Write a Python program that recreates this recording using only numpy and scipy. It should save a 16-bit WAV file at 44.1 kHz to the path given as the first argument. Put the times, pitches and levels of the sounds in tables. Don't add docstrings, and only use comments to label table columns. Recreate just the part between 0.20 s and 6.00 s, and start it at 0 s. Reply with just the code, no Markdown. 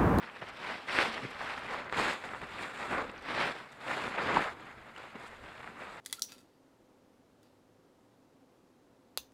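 import sys
import numpy as np
from scipy import signal
from scipy.fft import rfft, irfft, next_fast_len
from scipy.io import wavfile
from scipy.ndimage import uniform_filter1d, map_coordinates

SR = 44100
rng = np.random.default_rng(int(sys.argv[2]) if len(sys.argv) > 2 else 0)


def store_pcm(level_fs):
    pcm = np.round(np.clip(level_fs, -1, 1) * 32767).astype(np.int16)
    wavfile.write(sys.argv[1], SR, np.atleast_2d(pcm).T)


def invert_db(level):
    return 10 ** (np.asarray(level, dtype=float) / 20)


N = 255824

# (frequency [Hz], level [dB per Hz])
SHEET = [(24, -32), (45, -20.5), (250, -5.5), (370, -6.5), (850, -4.5), (2050, -2.5), (3200, -9),
         (4700, -16), (5800, -19.5), (7700, -27.5), (9200, -25), (11800, -34), (15500, -49)]
# (time [s], peak [dB], pitch [Hz], length [ms])
POPS = [(0.0993, -38, 2070, 0.99), (0.2271, -27, 990, 1.7), (0.433, -42, 2080, 1.2),
        (0.6851, -28, 2000, 1.2), (0.696, -25, 2200, 1.3), (0.788, -10, 1580, 0.77),
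        (0.829, -19, 1450, 1.1), (0.9794, -28, 1530, 1.8), (1.546, -27, 970, 3.6), (1.698, -27, 1650, 1.2),
        (1.7263, -18, 1160, 1.1), (1.7345, -26, 1290, 1), (1.7986, -14, 850, 1.4), (1.8177, -25, 970, 1.1),
        (2.04, -33, 1410, 2.1), (2.1361, -25.5, 1190, 1.1), (2.1484, -27, 1120, 1.8),
        (2.2174, -27, 1530, 0.82), (2.7111, -25, 1400, 0.84), (2.7906, -24, 1000, 1.8),
        (3.1081, -28, 1430, 1.3), (3.713, -24, 1370, 2.1), (3.8794, -19.5, 1110, 0.89),
        (4.1709, -11.5, 970, 5), (4.7628, -37, 1500, 2.3), (4.7774, -35, 1890, 0.69),
        (4.9568, -33, 1050, 1.6), (5.4312, -34.5, 1500, 1), (5.4762, -30, 1410, 1.2)]


def unit(x):
    return x / np.sqrt(np.mean(x ** 2) + 1e-20)


def along(points, hz):
    f, v = np.transpose(points)
    return np.interp(np.log(hz + 1), np.log(f + 1), v)


def in_time(s, values):
    return np.interp(np.arange(N) / SR, s, values)


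def wobble(rate):
    knots = rng.standard_normal(400)
    return map_coordinates(knots, [np.arange(N) * rate / SR], mode="wrap")


def coloured(x, gain):
    m = 2 * next_fast_len(N // 2 + 4096)
    cepstrum = irfft(np.log(gain(np.fft.rfftfreq(m, 1 / SR)) + 1e-6), m)
    cepstrum[1:m // 2] *= 2
    cepstrum[m // 2 + 1:] = 0
    return irfft(rfft(x, m) * np.exp(rfft(cepstrum)), m)[:N]


def shaped(bumps):
    return lambda hz: invert_db(sum(db * np.exp(-.5 * ((hz - c) / w) ** 2) for c, w, db in bumps))


def snaps(centre_s, peak, hz, length_ms, size, turn=1):
    t = np.arange(-size, size) / SR
    hump = np.cos(np.pi * np.clip(t / length_ms[:, None] * 1000, -.5, .5)) ** 2
    phase = turn * rng.random((len(hz), 1))
    wave = peak[:, None] * hump * np.cos(2 * np.pi * (hz[:, None] * t + phase))
    at = (centre_s * SR).astype(int)[:, None] + np.arange(2 * size)
    return np.bincount(at.ravel(), wave.ravel(), N + SR)[size:N + size]


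def single(rows, size):
    s, peak_db, hz, length_ms = np.transpose(rows)
    return snaps(s, invert_db(peak_db), hz, length_ms, size)


def humps_db(rows):
    s, db, length_ms = np.transpose(rows)
    return snaps(s, db, 0 * s, length_ms, size=4096, turn=0)


def outdoors():
    # (frequency [Hz], level [dB per Hz])
    air_colour = [(15, -19), (25, -7.5), (233, 3.5), (305, -11), (1380, 2.5), (2060, -0.5), (5570, -34),
                  (7910, -24), (15500, -30)]
    # (time [s], level [dB])
    puff_levels = [(0, -77), (.32, -61), (.75, -88), (.86, -63), (1.4, -59.5), (1.87, -56), (1.94, -70),
                   (2.2, -57), (2.64, -66), (2.73, -50.5), (3.1, -62), (3.6, -71), (4.13, -67), (4.33, -64),
                   (4.55, -61.5), (4.95, -68), (5.23, -58.5), (5.8, -69)]
    # (frequency [Hz], level [dB per Hz])
    buffet_colour = [(12, -48), (25, -4), (55, -7), (90, -2), (200, -44.5), (400, -80)]
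    # (frequency [Hz], width [Hz], level [dB])
    hum_tones = [(127, 13, -69), (230, 30, -69)]
    hiss = invert_db(-61.0) * unit(coloured(rng.standard_normal(N), lambda hz: invert_db(along(air_colour, hz))))
    buffet = coloured(rng.standard_normal(N), lambda hz: invert_db(along(buffet_colour, hz)))
    puffs = unit(invert_db(2.0 * wobble(10.0)) * buffet)
    air = hiss + invert_db(-5 + in_time(*np.transpose(puff_levels))) * puffs
    for centre, width, db in hum_tones:
        tone = coloured(rng.standard_normal(N), lambda hz: 1 / (1 + ((hz - centre) / width) ** 2))
        air = air + invert_db(db) * unit(tone)
    return air


def thumps():
    # (time [s], peak [dB], pitch [Hz], length [ms])
    fold_pushes = [(.225, -45, 133, 23), (.9, -46, 228, 72), (1.03, -40.5, 240, 30), (1.05, -40.5, 130, 60),
                   (1.055, -49, 188, 25), (1.86, -43, 59.7, 28), (2.85, -38, 500, 20),
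                   (2.855, -52, 260, 26), (2.892, -47, 230, 23), (2.94, -47, 480, 22),
                   (5.232, -50, 51.3, 54)]
    return single(fold_pushes, size=2048)


def rings():
    # (time [s], peak [dB], pitch [Hz], length [ms])
    taut_patches = [
        (4.7645, -41, 2900, 5),
        (5.6, -48, 1750, 7),
        (4.96, -44, 900, 6),
        (2.83, -36, 600, 11),
    ]
    return single(taut_patches, size=512)


def ticks():
    # (time [s], peak [dB], pitch [Hz], length [ms])
    stiff_creases = [(0.3003, -50, 5910, 0.6), (1.2315, -52, 6430, 0.5), (1.6462, -49, 5570, 1.4),
                     (1.6975, -59, 8440, 0.4), (1.7261, -43, 7310, 0.54), (2.0529, -48, 7310, 0.57),
                     (2.2351, -55, 7250, 0.65), (2.3233, -54, 6670, 0.7), (2.8486, -60, 7580, 1.0),
                     (2.9162, -48, 6700, 0.35), (2.9795, -44.5, 5800, 1.4), (3.0241, -49, 7620, 0.31),
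                     (3.5195, -52, 7470, 0.37), (3.5248, -57, 6110, 0.74), (3.5425, -68, 6800, 0.7),
                     (4.4078, -63, 7840, 1.3), (4.4581, -58, 6470, 0.5), (4.7628, -53, 7930, 0.34),
                     (4.7791, -55, 6870, 0.9), (5.0807, -52, 7920, 0.59), (5.1699, -55, 6660, 0.6),
                     (5.7704, -52, 7690, 0.5)]
    return single(stiff_creases, size=64)


def prickles():
    # (time [s], peak [dB], pitch [Hz])
    stiff_panels = [(0.033, -37, 2650), (0.0972, -36.5, 2650), (0.2249, -43, 2610), (0.2688, -42, 2830),
                    (0.4319, -32.5, 2640), (0.6823, -42, 3590), (0.7248, -26, 3080), (0.811, -20, 2680),
                    (0.9782, -43, 2660), (1.1458, -42, 3570), (1.4576, -48, 2700), (1.509, -40, 2620),
                    (1.6955, -42, 3690), (1.725, -38, 3520), (1.7744, -26, 3430), (2.0896, -36, 2800),
                    (2.146, -39, 2780), (2.2134, -45, 2600), (2.3216, -39, 2600), (2.384, -31, 2620),
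                    (2.5526, -37, 2640), (2.7372, -30, 2600), (2.8923, -47, 3500), (2.9615, -41, 2600),
                    (2.979, -43, 2680), (3.106, -39, 2600), (3.6114, -44, 3460), (3.6813, -29, 2660),
                    (3.714, -29, 2640), (3.7594, -39, 2810), (3.9789, -36.5, 2630), (4.0716, -35, 3400),
                    (4.478, -45, 2640), (4.7621, -51, 2850), (5.26, -41, 2700), (5.3792, -43, 2800),
                    (5.4296, -46, 3540), (5.475, -46, 2800), (5.6017, -45, 2640), (5.67, -39, 2660)]
    length_ms = 1.4
    return single([(s + 0.001075, db + 1, hz, length_ms) for s, db, hz in stiff_panels], size=64)


def clicks():
    # (time [s], peak [dB], pitch [Hz])
    lone_creases = [(0.0763, -38, 1100), (0.0912, -37, 1380), (0.8564, -23, 990), (1.3651, -31, 1920),
                    (1.8847, -24, 1310), (2.5124, -35, 1200), (2.7834, -23, 840), (2.7967, -24, 1200),
                    (3.1199, -26, 2070), (3.1788, -25, 700), (3.3112, -29, 700), (3.4476, -39, 1550),
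                    (3.7873, -27, 1010), (3.9218, -30, 1740), (3.9612, -28, 2040), (4.1058, -22, 1140),
                    (4.1732, -17, 950), (4.1949, -21, 950), (4.2313, -25, 1440), (4.2857, -26, 1290),
                    (4.2962, -29, 1060), (4.8405, -38, 1360), (4.9461, -39, 1480), (5.2413, -40, 1870),
                    (5.5018, -39, 1250), (5.5955, -36, 1120)]
    cycles = 1.6
    return single([(s, db, hz, 1000 * cycles / hz) for s, db, hz in lone_creases], size=128)


def pops():
    # (time [s], peak [dB])
    crinkles = [(0.0444, -26), (0.1623, -29), (0.217, -31), (0.234, -30), (0.733, -23), (0.798, -21),
                (0.81, -22), (0.852, -15), (1.8466, -17), (2.895, -32), (3.209, -28), (3.9837, -14),
                (4.4078, -36), (4.516, -41), (5.3205, -30), (5.4441, -29), (5.61, -34), (5.625, -31),
                (5.6711, -25)]
    pitch_hz, length_ms = 1560, 0.85
    return single(POPS + [(s, db - 5, pitch_hz, length_ms) for s, db in crinkles], size=256)


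def cracks():
    s, peak_db, _, length_ms = np.transpose(POPS)
    peak = invert_db(peak_db + rng.normal(0, 4.9, len(s))) / (1 + length_ms ** 2)
    train = np.bincount((s * SR).astype(int), peak, N)
    return coloured(train, lambda hz: invert_db(along(SHEET, hz) + 13) / (1 + (2600 / (hz + 1)) ** 6))


def handling():
    # (time [s], crackle [dB], rise [ms per 10 dB], fall [ms per 10 dB], big folds [rel dB])
    swings = [(0.222, -41, 19, 36, -5), (0.503, -38, 117, 101, -7), (0.688, -43, 7, 80, -9),
              (0.789, -27, 66, 94, -10.5), (0.857, -35.5, 7, 11, -20), (0.951, -41, 47, 96, -15),
              (1.306, -37.5, 161, 86, -16), (1.381, -40.5, 15, 19, -5), (1.544, -36, 122, 113, -8.5),
              (1.734, -34.5, 8, 27.0, -12), (1.79, -29, 32, 86, -2), (1.9, -32, 166, 52, -12.5),
              (2.432, -40, 127, 79, -5), (2.643, -38, 134, 53, -12), (2.732, -31.5, 38, 44, -7),
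              (2.798, -30, 70, 32, -12), (3.109, -38, 37, 99, -4), (3.222, -31.5, 118, 105, -9),
              (3.708, -34, 63, 192, -10.5), (3.858, -37, 99, 96.5, -5), (3.992, -32, 47, 89, -12),
              (4.094, -29, 60, 84, -5.5), (4.174, -28, 48, 81, -5), (4.28, -35.5, 77, 24, -43)]
    # (time [s], crackle [dB], rise [ms per 10 dB], fall [ms per 10 dB])
    stirs = [(0.04, -44, 59, 23), (0.091, -47, 94.0, 35), (0.17, -46, 48, 16), (0.294, -44.5, 51, 27),
             (0.379, -49, 19, 5), (1.037, -43, 16, 95), (1.212, -40.5, 14.5, 54), (1.46, -45, 40.0, 6),
             (2.046, -39.5, 18, 25), (2.145, -41, 125, 52), (2.229, -42.5, 40.0, 69),
             (2.843, -44.5, 12.0, 152), (3.312, -35.5, 48, 4), (3.41, -47, 60, 21.5), (3.532, -51, 35.5, 1),
             (4.399, -50.5, 11, 69), (4.481, -48.5, 62.5, 29), (4.52, -50.5, 47, 29),
             (4.587, -52.5, 48, 78), (4.689, -49.5, 60, 39), (4.773, -46.5, 23, 111), (4.843, -48, 33, 64),
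             (4.954, -51, 30, 27), (5.038, -45.5, 96, 78), (5.132, -51.5, 65, 49.0), (5.284, -49, 142, 112),
             (5.407, -50, 159.0, 21.0), (5.442, -48.5, 44, 26.0), (5.481, -46.5, 32.0, 37),
             (5.619, -45, 78, 129.0), (5.717, -47, 52, 255)]
    stir_billow_db, rest_db = -9.5, -60
    moves = swings + [(*row, stir_billow_db) for row in stirs]
    s, db, rise_ms, fall_ms, billow_db = np.transpose(moves)[:, :, None]
    t = np.arange(0, N / SR, .002)
    late_ms = 1000 * (t - s)
    power = invert_db(db - 10 * np.maximum(-late_ms / rise_ms, late_ms / fall_ms)) ** 2
    total = power.sum(0) + invert_db(rest_db) ** 2
    billow = (power * billow_db).sum(0) / power.sum(0)
    return in_time(t, 10 * np.log10(total)), in_time(t, billow)


def tension_db():
    # (time [s], level [dB], length [ms])
    slacks = [(.209, -8, 16), (1.688, -6, 16), (4.185, 0, 20), (.63, -3, 160), (.781, -4, 38),
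              (1.766, -3, 12), (2.129, -6, 14), (4.05, 0.5, 34), (.67, -3, 28), (1.712, -10.5, 33),
              (2.032, -4, 14), (2.209, -4, 14), (2.526, -4, 32), (3.005, -6, 24), (3.97, -4, 20),
              (4.35, -5, 43), (4.753, 0, 17), (5.42, -4, 28), (5.458, -2, 28)]
    # (time [s], level [dB], length [ms])
    jolts = [(0.029, 1, 35), (0.097, -2, 23), (0.226, 0, 57), (0.254, -4, 27), (0.296, 0, 25),
             (0.375, 1, 23), (0.663, -3, 36), (0.686, 3, 32), (0.797, -3, 16), (0.857, 2.5, 20),
             (0.981, 1, 18), (1.354, -4.5, 43), (1.378, 5, 37), (1.474, -3.5, 26), (1.546, -2.5, 50),
             (1.669, -1, 26), (1.713, 6, 23), (1.726, 1.5, 22), (1.789, -3, 12), (1.855, 2, 60),
             (2.043, 3.5, 23), (2.142, -2, 8), (2.217, 1, 19), (2.232, 1, 13), (2.678, -1, 40),
             (2.718, 0.5, 34), (2.737, 0, 19), (2.782, 3, 9.1), (2.798, -4, 47), (2.832, -2, 22),
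             (2.898, 9.5, 16), (3.106, 1.5, 25), (3.207, 5, 20), (3.338, -5.5, 40), (3.725, -4.5, 22),
             (3.879, -4, 16), (3.906, -3, 35), (3.969, -1, 20), (3.992, 3, 23), (4.121, -3.5, 23),
             (4.143, 1.5, 27), (4.171, 0.5, 26), (4.2, -4, 18), (4.288, -1.5, 36), (4.763, -2, 18),
             (4.84, 1, 23), (4.957, 5, 31), (5.487, -2, 18), (5.611, 1.4, 13), (5.626, 1, 40)]
    jitter = map_coordinates(rng.standard_normal(N // 200 + 2), [np.arange(N) / 200])
    return humps_db(slacks + jolts) + 0.7 * wobble(90) + 0.3 * wobble(40) + 0.5 * jitter


def slips(count, spread_db, top_db):
    when, strength, side = rng.random((count, 3)).T
    size = invert_db(np.minimum(-spread_db * np.log(1 - strength), top_db)) * np.sign(side - .5)
    return unit(np.bincount((when * N).astype(int), size, N))


def panels(count, centre_hz, spread, cycles, spread_db, top_db):
    when, strength = rng.random((count, 2)).T
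    hz = np.clip(centre_hz * np.exp(spread * rng.standard_normal(count)), 300, 6000)
    peak = invert_db(np.minimum(-spread_db * np.log(1 - strength), top_db) + along(SHEET, hz))
    length_ms = np.minimum(1000 * cycles / hz, 12)
    return unit(snaps(when * N / SR, peak, hz, length_ms, size=288))


def patchy(x, depth_db):
    z = signal.stft(x, nperseg=256)[2]
    field = uniform_filter1d(rng.standard_normal(z.shape), size=3, axis=0)
    field = uniform_filter1d(field, size=12, axis=1)
    return signal.istft(z * invert_db(depth_db * unit(field) - depth_db ** 2 / 9), nperseg=256)[1][:N]


def rustle():
    # (time [s], tautness [dB], weave rub [dB])
    grip = [(0, 0.5, -0.5), (.5, 5, -1.5), (.8, 5.5, -1), (1.55, 0, 1.5), (1.68, -3, -5), (1.79, 2.5, 5.5),
            (1.93, 5.5, 4.5), (2.05, 0.5, 5.5), (2.2, -2.5, 6.5), (2.33, 4.5, 3.5), (2.44, 2.5, 5.5),
            (2.6, 1, 5), (2.76, -5.5, 5.5), (2.9, 0, 0), (3.2, 4.5, -3), (3.6, -1, 7), (3.88, 1, 4),
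            (4.02, -2.5, -4), (4.3, -3, 5), (4.8, -1, 3.5), (4.95, -1.5, 5.5), (5.08, -0.5, 5),
            (5.8, -1, 5.5)]
    # (time [s], level [dB], length [ms])
    bellies = [
        (1.04, 9.5, 390),
        (1.25, 5, 81),
        (2.23, 7.5, 69),
        (2.55, 2, 220),
        (2.9, 5, 650),
        (4.37, 2.5, 170),
        (4.57, 7, 81),
        (4.96, 9, 47),
        (5.23, 5.5, 88),
        (5.53, 8, 210),
    ]
    # (time [s], level [dB], length [ms])
    rasps = [(.03, 1, 30), (.165, 6, 25), (.29, 8.5, 27), (.318, -9, 30), (.37, 6, 27), (.73, 3, 65),
             (.79, 1, 54), (.84, 3, 92), (.89, 1, 37), (1.111, 6, 30), (1.192, 4, 25), (1.392, 6, 12),
             (1.423, -5, 30), (1.485, -2, 9.1), (1.681, -7, 30), (1.87, -2, 120), (1.954, -4, 30),
             (2.055, 4, 20), (2.094, -4, 30), (2.143, -6, 30), (2.43, 4, 40), (2.55, 2.5, 78),
             (2.66, 3, 60), (2.77, -4, 90), (3.032, 4, 30), (3.13, -3, 30), (3.315, 3, 28), (3.387, 4, 15),
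             (3.42, 2, 12), (3.434, 0, 6), (3.525, 13, 20), (3.592, -5, 30), (3.657, -1, 30),
             (3.72, -0.5, 50), (3.803, 0, 50), (4.025, 7, 70), (4.07, 6, 40), (4.15, 3, 26), (4.22, 2, 56),
             (4.332, 4, 25), (4.625, -1, 30), (4.764, 11, 9), (4.781, 13, 11), (4.947, -9, 30),
             (5.075, 9, 27), (5.64, 2.5, 80), (5.73, 1.5, 120)]
    edges_hz = [450, 1500, 2500, 5900]
    crackle_db, billow_db = handling()
    pull_db = tension_db()
    s, taut, rub = np.transpose(grip)
    sliding = 0.97 * (uniform_filter1d(crackle_db, int(0.068 * SR) + 1) - crackle_db)
    rasp_db = humps_db(rasps)
    folds = billow_db + humps_db(bellies) + in_time(s, -0.17 * taut)
    fine = in_time(s, 0.42 * taut) - 4
    creases = in_time(s, -9 + taut + 0.22 * rub) + 0.75 * sliding + 0.45 * rasp_db
    scrape = in_time(s, -25.5 + 0.88 * taut + rub) + sliding + rasp_db
    # (level [rel dB], own slips, sliding noise, own clumps [dB], share of the pull felt)
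    ranges = [(folds, .4, .9, .7, .7),
              (-0.97, 0.32, 0.74, 0.42, 0.46),
              (fine, 0.47, 0.73, 0.9, 0.85),
              (creases, .55, .7, .7, .8),
              (scrape, .55, .8, .9, .6)]
    shared = slips(count=10000, spread_db=3.0, top_db=9.5)
    edges = [0, *edges_hz, SR]
    below = lambda hz, edge: 1 / (1 + (hz / (edge + 1)) ** 12)
    total = np.zeros(N)
    for k, (rel_db, own, slide, clump_db, felt) in enumerate(ranges):
        share = lambda hz: np.abs(below(hz, edges[k + 1]) - below(hz, edges[k]))
        band = lambda hz: invert_db(along(SHEET, hz)) * np.sqrt(share(hz))
        own_slips = slips(count=11000, spread_db=2.5, top_db=14.5)
        drive = 0.52 * shared + own * own_slips + slide * rng.standard_normal(N)
        clumped = invert_db(felt * pull_db + clump_db * wobble(45)) * unit(coloured(drive, band))
        total += invert_db(crackle_db + rel_db) * clumped
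    popping = panels(count=2500, centre_hz=1410, spread=0.65, cycles=1.53, spread_db=3.0, top_db=3.5)
    ringing = panels(count=1600, centre_hz=1200, spread=.42, cycles=5, spread_db=2.0, top_db=9)
    pitched = popping + 0.87 * ringing
    return invert_db(-2.5) * patchy(total, depth_db=1.11) + invert_db(crackle_db + pull_db - 11) * pitched


def round_housing(sheet):
    # (frequency [Hz], width [Hz], level [dB])
    feet_colour = [(3080, 180, -5), (3630, 140, 1), (5500, 810, -5.5), (7900, 550, 2), (10500, 1250, -4.5)]
    front_colour = [(5750, 300, -6.5), (7450, 600, 5.5), (8600, 350, -1.5)]
    aside_colour = [(6550, 380, -4.5), (7850, 550, 4.5)]
    # (time [s], lowering [0 held up - 1 down])
    lowering = [(0, 0.24), (1.6, 0.16), (1.8, .5), (2.0, 0.71), (2.6, 0.86), (2.93, 0.67), (3.02, 0.36),
                (3.2, 0.46), (4.2, 0.54), (4.6, 0.28), (5.1, 0.6), (5.5, .5), (5.65, 0.97), (5.8, .8)]
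    # (time [s], bearing [0 in front - 1 aside])
    bearing = [(0, 0.74), (1.3, 0.71), (1.7, 0), (1.95, .05), (2.1, 0.62), (2.85, .4), (3.05, 1),
               (3.45, 0.73), (3.7, 0.3), (4.4, 0.056), (5.2, 0.37), (5.8, 0.41)]
    low = np.clip(in_time(*np.transpose(lowering)), 0, 1)
    sheet = (1 - low) * sheet + low * coloured(sheet, shaped(feet_colour))
    aside = np.clip(in_time(*np.transpose(bearing)), 0, 1)
    in_front = coloured(sheet, shaped(front_colour))
    return (1 - aside) * in_front + aside * coloured(sheet, shaped(aside_colour))


def scene():
    events = thumps() + rings() + ticks() + pops() + cracks()
    events = coloured(events, lambda hz: hz ** 2 / (hz ** 2 + 30 ** 2))
    sheet = events + prickles() + clicks() + rustle()
    return (outdoors() + round_housing(sheet))[None]


def band_limit(x):
    return signal.sosfilt(signal.butter(12, 15640, fs=SR, output="sos"), x)


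def record(dry):
    top = lambda hz: shaped([(15700, 450, -4)])(hz) / (1 + (hz / 15900) ** 120) + 1e-4
    mix = coloured(dry[0], top)[None]
    return band_limit(mix)


dry = scene()
out = record(dry)
store_pcm(out)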